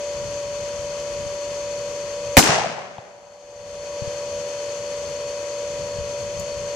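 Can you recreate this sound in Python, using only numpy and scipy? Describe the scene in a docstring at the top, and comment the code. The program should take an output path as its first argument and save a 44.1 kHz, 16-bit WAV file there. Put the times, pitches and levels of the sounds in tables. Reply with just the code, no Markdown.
"""A pistol shot beside a wood

One black powder shot on a lawn is heard from a camera a few metres behind the shooter. Its pressure
fronts overload the microphones, trunks scatter them back as a rolling tail, and far echoes return.
The camera's drive motor hums and rings the housing throughout, a light breeze buffets the microphone
ports, and a small tick comes late. The gain control ducks after the shot and slowly recovers."""
import sys
import numpy as np
from scipy import signal
from scipy.fft import rfft, irfft
from scipy.io import wavfile
from scipy.ndimage import uniform_filter1d

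SR = 44100
rng = np.random.default_rng(int(sys.argv[2]) if len(sys.argv) > 2 else 0)


def int16_out(signal):
    """Quantize to a 16-bit WAV file."""
    q = np.round(np.clip(np.atleast_2d(signal).T, -1, 1) * 32767)
    wavfile.write(sys.argv[1], SR, q.astype(np.int16))


N = 297675
T = np.arange(N) / SR
FREQS = np.maximum(np.arange(N // 2 + 1) * SR / N, 1)
SHOT_S, ROTOR_HZ, TOP_HZ = 2.3688, 193.08, 15300

# near-harmonic partials of the motor: (multiple of the rotor frequency, left [dB], right [dB])
MOTOR_ORDERS = [(1.957, -62, -59), (3.001, -28.5, -30), (4.996, -47.5, -46.5), (5.92, -67, -54.5),
                (10, -58.5, -82.5), (10.97, -56.5, -70.5), (12.11, -56, -85.5), (13.02, -52.5, -55),
                (15.07, -63, -64.5), (16.08, -61, -57), (18, -53, -64.5), (21.3, -68.5, -68),
                (22, -62.5, -57.5), (23.18, -58, -78), (24.33, -54, -63.5), (28.7, -69, -70),
                (29.3, -96, -76.5), (32.1, -61, -68), (32.9, -53, -64), (35.21, -48, -68)]
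# weaker tones of the mechanism: (frequency [Hz], level [dB])
GEAR_TONES = [(446.8, -55.5), (479.1, -51.5), (500.6, -43), (522.2, -60.5), (638.5, -53.5), (1089, -60.5),
              (4385, -60), (4414, -55.5)]
# gain on all gear tones: (time [s], gain [dB])
GEAR_GAIN = [(0, -2), (1.4, -2.5), (2.2, 2.5), (6.75, 2)]
# filter on the whir through the housing: (frequency [Hz], relative left [dB], relative right [dB])
WHIR_RESPONSE = [(368, -74, -73.5), (447, -68.5, -66.5), (616, -70, -66.5), (780, -76.5, -72),
                 (1114, -65, -74.5), (1200, -71.5, -76), (2940, -71.5, -78.5), (3850, -79.5, -83),
                 (4210, -75.5, -79.5), (5330, -75, -80), (6220, -68.5, -85.5), (7600, -78, -82),
                 (11880, -107, -92.5), (12400, -120, -105)]
# narrow housing resonances: (frequency [Hz], nominal width [Hz], left [dB], right [dB])
HOUSING_MODES = [(4436, 63, -47, -56), (6323, 81, -44, -53), (3072, 51, -55.5, -54), (2541, 59, -54.5, -64)]
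# gusts that swell and die: (time of the height [s], length [s], level [dB])
GUSTS = [(0.196, 0.36, -42), (0.885, .12, -41.5), (1.2, .1, -42.5), (4.3, 0.25, -52), (4.813, 0.072, -46),
         (5.79, .12, -43), (6.012, 0.28, -42), (6.22, .09, -39), (6.388, 0.11, -39), (6.61, 0.2, -41.5)]
# puffs of air on the ports: (time [s], peak [dB], frequency [Hz], left minus right [dB])
PUFFS = [(0.789, -35, 90, 14), (1.262, -35.5, 120, 21), (4.02, -30.5, 118, 27), (4.074, -34, 110, 26),
         (4.80, -39, 115, 0), (5.986, -28.5, 95, 10), (6.008, -31, 70, 14)]
# pressure fronts of the shot and its near reflections:
# (time [s], level [dB], overpressure duration [ms], gas relative to the front [dB], gas decay [ms])
FRONTS = [(2.3695, 15, .25, 3, 1.34), (2.3745, 13.5, 0.68, 10, 2.6), (2.378, 7, 2.4, -8, 9.0),
          (2.3912, 5, .8, 5.5, 5.4), (2.395, 11.5, 0.73, -8.5, 3.0)]
# spectrum of the turbulent gas: (frequency [Hz], relative level [dB])
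GAS_SPECTRUM = [(60, -10.5), (210, 4.5), (420, -4.5), (700, 3.5), (1100, -8), (2000, -2), (3500, -10),
                (6500, -13), (10000, -18.5), (15000, -18)]
# scatter from the lawn and the nearest trees: (frequency [Hz], relative level [dB])
NEAR_SPECTRUM = [(40, -14.5), (120, -13.5), (250, 5.5), (420, -1.5), (800, -3), (1800, -5.5), (3200, -9),
                 (6500, 0), (9000, -6.5), (15000, -18)]
# scatter from the depth of the wood: (frequency [Hz], relative level [dB])
WOOD_SPECTRUM = [(40, -22.5), (130, 0), (190, 2.5), (280, -8), (440, 2.5), (720, 2.5), (1200, 1.5),
                 (1900, 2), (2800, 0.5), (3700, -4), (6000, 1.5), (9000, -8), (13000, -37)]
# echoes from big trunks and far walls, and one short high tick near 2.983 s: # (time [s], peak [dB], frequency
# [Hz], swell [cycles], left minus right [dB])
ECHOES = [(2.4277, 12, 2800, 0.51, 3), (2.468, 1, 1700, 1.2, 2), (2.487, 2, 1110, 0.72, 5),
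          (2.496, 8, 730, 1.05, 1), (2.492, -1, 141, 0.58, -1), (2.585, 6.5, 800, 1.3, 3),
          (2.615, 2, 825, 1.8, 0), (2.644, 2, 720, 1.3, -2), (2.660, -0.5, 650, 1.5, 6),
          (2.665, -10, 170, 0.51, 1), (2.715, -6, 580, 1.2, 2), (2.781, -8, 840, 1.3, 10),
          (2.910, -15, 680, 1.3, 3), (2.9826, -6.5, 756, 1.2, 7), (2.983, -18, 3180, 1.1, 0),
          (2.985, -16.5, 128, 0.5, 1)]
# the two impulses of a tick in the camera: (time [s], relative peak [dB])
TICKS = [(6.3966, -22), (6.3996, -21)]


def undb(db):
    """Amplitude ratio: tenfold for every 20 dB."""
    return 10 ** (np.asarray(db) / 20)


def unit(x):
    """Normalisation of each channel to rms 1."""
    return x / np.sqrt(np.mean(x ** 2, axis=-1, keepdims=True))


def curve(rows):
    """Linear interpolation in time between (time, value) rows."""
    return np.interp(T, *np.transpose(rows))


def pan(db):
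    """Direction by level difference: gains that put left db above right."""
    return undb(np.array([[db], [-db]]) / 2)


def noise(coherence=0):
    """Partial coherence: two white noises share this fraction of their power."""
    shared = np.sqrt(coherence) * rng.standard_normal(N)
    return shared + np.sqrt(1 - coherence) * rng.standard_normal((2, N))


def colour(x, points):
    """Minimum-phase filtering through (frequency [Hz], gain [dB]) points."""
    hz, db = np.transpose(points)
    gain = undb(np.interp(np.log(FREQS), np.log(hz), db))
    cepstrum = irfft(np.log(gain), N)
    causal_fold = 1 + np.sign(N / 2 - np.arange(N)) * (T > 0)
    return irfft(rfft(x) * np.exp(rfft(cepstrum * causal_fold)), N)


def band(x, hz, width):
    """Two-pole resonance with gain 1 at its centre."""
    return signal.lfilter(*signal.iirpeak(hz, hz / width, fs=SR), x)


def walk(rate):
    """Random modulation: steps drawn rate times a second, smoothed, at rms 1."""
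    size = int(SR / rate)
    steps = rng.standard_normal(N)[np.arange(N) // size]
    return unit(uniform_filter1d(uniform_filter1d(steps, size), size))


def fade(start, ms):
    """Exponential decay after a sudden onset."""
    return (T >= start) * np.exp(-np.clip((T - start) * 1000 / ms, 0, 60))


def wavelet(start, hz, swell):
    """A damped oscillation of peak 1 whose envelope rises for swell cycles, then dies."""
    cycles = np.clip((T - start) * hz, 0, 20)
    wave = cycles * np.exp(-cycles / swell) * np.sin(2 * np.pi * cycles)
    return wave / np.abs(wave).max()


def motor():
    """Periodic forcing: a fluttering rotor gives near-harmonic partials, with gear tones beside them."""
    phase = 2 * np.pi * np.cumsum(ROTOR_HZ * (1 + 0.001207 * walk(45))) / SR
    throb_db = 0.58 * np.sin(2 * np.pi * 30 * T) + .5 * walk(18)
    hum = sum(undb([[left], [right]]) * np.sin(order * phase + 2 * np.pi * rng.random())
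              for order, left, right in MOTOR_ORDERS)
    gears = sum(undb(db + 2.0 * walk(9)) * np.sin(2 * np.pi * hz * T + .5 * walk(7))
                for hz, db in GEAR_TONES)
    return np.sqrt(2) * (hum * undb(throb_db) + gears * undb(curve(GEAR_GAIN)))


def whir():
    """Forced resonance: running noise rings the housing and reaches each port with its own colour."""
    # long waves reach both ports alike, short ones differ
    common = colour(noise(0.93), [(100, -18), (330, 3), (900, -1.5), (2500, -8.5), (8000, -11)])
    apart = colour(noise(), [(200, -18), (700, -13.5), (1500, -5.5), (5000, 0)])
    hiss = np.array([colour(port, np.array(WHIR_RESPONSE)[:, [0, k + 1]])
                     for k, port in enumerate(common + apart)])
    rings = 0
    for hz, width, left, right in HOUSING_MODES:
        mode = band(band(noise(0.52), hz, 2.05 * width), hz, 2.05 * width)
        rings += undb([[left], [right]]) * unit(mode)
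    return (undb(42) * hiss + rings) * undb(.5 * walk(40))


def breeze():
    """Turbulent pressure at the ports: a low rumble that swells in gusts, with a few distinct puffs."""
    spectrum = [(10, -35), (25, -15), (70, -2.5), (120, -2),
                (200, -8), (300, -26), (700, -44.5), (3000, -72)]
    rumble = unit(colour(noise(0.76) * undb(2.46 * walk(22)), spectrum))
    lull = undb(-47 + walk(6))
    gusts = sum(undb(db) * np.exp(-(2 * (T - s) / length) ** 2) for s, length, db in GUSTS)
    puffs = sum(undb(db) * pan(pan_db) * wavelet(s, hz, swell=0.37) for s, db, hz, pan_db in PUFFS)
    return rumble * np.hypot(lull, gusts) * pan(3.3) + puffs


def blast():
    """Blast waves: each front jumps in pressure, falls into suction and trails a roar of turbulent gas."""
    pressure, gas_envelope = 0, 0
    for s, db, push_ms, gas_db, gas_ms in FRONTS:
        age_ms = (T - s) * 1000
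        pressure += undb(db) * (1 - age_ms / push_ms) * fade(s, push_ms)
        gas_envelope += undb(db + gas_db) * fade(s, gas_ms)
    roar = gas_envelope * unit(colour(noise(0.37), GAS_SPECTRUM))
    # the first front carries a hard crack; the swelling gas cloud then gives a punch and a deep boom
    crack = undb(12) * wavelet(SHOT_S, hz=2390, swell=1.05) * pan(5.3)
    punch = undb(7) * wavelet(SHOT_S + 0.00583, hz=254, swell=0.49) * pan(-10)
    boom = undb(4.5) * wavelet(SHOT_S + 0.0076, hz=93, swell=0.39)
    return pressure + crack + punch + boom + roar


def scatter(spectrum, per_s, spread_db, diffuse_db):
    """Scattering: small uneven reflections, each with its own lag between the ports, over diffuse noise."""
    chance, bearing = rng.random((2, N))
    arrivals = np.flatnonzero(chance < per_s / SR)
    sizes = rng.standard_normal(N)[arrivals] * undb(spread_db * rng.standard_normal(N)[arrivals])
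    lag_samples = np.round(26 * (bearing[arrivals] - .5)).astype(int)
    left = np.bincount(arrivals, sizes, N)
    right = np.bincount((arrivals + lag_samples) % N, sizes, N)
    field = unit(np.array([left, right])) + undb(diffuse_db) * noise()
    return unit(colour(field, spectrum))


def absorb(x, start, db_per_khz_s):
    """Absorption: air and leaves take more treble the longer the sound has travelled."""
    hz, s, frames = signal.stft(x, SR, nperseg=256)
    loss_db = db_per_khz_s * np.outer(hz / 1000, np.maximum(s - start, 0))
    return signal.istft(frames * undb(-loss_db), SR)[1][:, :N]


def roll(loss_db_per_s):
    """Spreading and attenuation: the wood's return builds, holds, then falls with distance travelled."""
    delay_s, attack_s, fall_from_s = 0.053, 0.022, .17
    age = np.maximum(T - SHOT_S, 0)
    attack = 1 - np.exp(-np.maximum(age - delay_s, 0) / attack_s)
    travel_s = np.maximum(age, fall_from_s)
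    spreading_db = 28 * np.log10(travel_s / fall_from_s)
    return attack * undb(-spreading_db - loss_db_per_s * (travel_s - fall_from_s))


def tail():
    """Reverberation: near scatter dies fast; the wood answers later and grows duller with distance."""
    near = scatter(NEAR_SPECTRUM, per_s=3000, spread_db=1.8, diffuse_db=-1)
    near = absorb(near, SHOT_S, db_per_khz_s=8) * fade(SHOT_S + 0.015, ms=69) * undb(8.5)
    wood = scatter(WOOD_SPECTRUM, per_s=1500, spread_db=1.6, diffuse_db=1.5)
    wood = absorb(wood, 2.233, db_per_khz_s=4.25) * roll(loss_db_per_s=19) * undb(4)
    # the ground carries a hollow, rolling band farthest; it is equally strong at both ports
    hollow = unit(band(band(noise(0.68), 673, 400), 673, 400))
    hollow *= undb(-6 + 2.0 * walk(70)) * roll(loss_db_per_s=11.5)
    return near * pan(4.0) + wood * pan(3.6) + hollow


def echoes():
    """Reflection: big trunks and far walls give single returns, narrowed by the grass to a few cycles; a short
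    high tick sounds among them."""
    return sum(undb(db) * pan(pan_db) * wavelet(s, hz, swell) for s, db, hz, swell, pan_db in ECHOES)


def tick():
    """Impulse response: a plastic tick rings one high mode near the left port and rustles briefly."""
    ring = sum(undb(db - 6) * wavelet(s, hz=6920, swell=4) for s, db in TICKS)
    start = TICKS[0][0]
    rustle_envelope = undb(-35) * fade(start, ms=3) + undb(-43) * fade(start, ms=20)
    return ring * pan(13) + band(rustle_envelope * noise(), hz=11500, width=7000)


def scene():
    """Superposition: the shot and its returns add to the camera's own sounds and the breeze."""
    return blast() + tail() + echoes() + motor() + whir() + tick() + breeze()


def gain_control(x, overload_db, depth_db, attack_s, hold_s, release_s):
    """Automatic gain control: an overload pulls the gain down; it holds, then creeps back."""
    overloaded = np.abs(x).max(axis=0) > undb(overload_db)
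    since_overload_s = T - np.maximum.accumulate(np.where(overloaded, T, -N))
    target = np.exp(-(np.maximum(since_overload_s - hold_s, 0) / release_s) ** 2)
    pole = np.exp(-1 / (attack_s * SR))
    duck = signal.lfilter([1 - pole], [1, -pole], target)
    return x * undb(-depth_db * duck)


def record(dry):
    """Saturation: after the gain control the input stage flattens the peaks; a low-pass cuts the top."""
    ducked = gain_control(dry, overload_db=20, depth_db=17.5, attack_s=.015, hold_s=.81, release_s=.5)
    clipped = ducked / (1 + ducked ** 6) ** (1 / 6)
    low_pass = signal.ellip(8, .2, 70, TOP_HZ, fs=SR, output="sos")
    return signal.sosfilt(low_pass, .95 * clipped)


dry = scene()
out = record(dry)
int16_out(out)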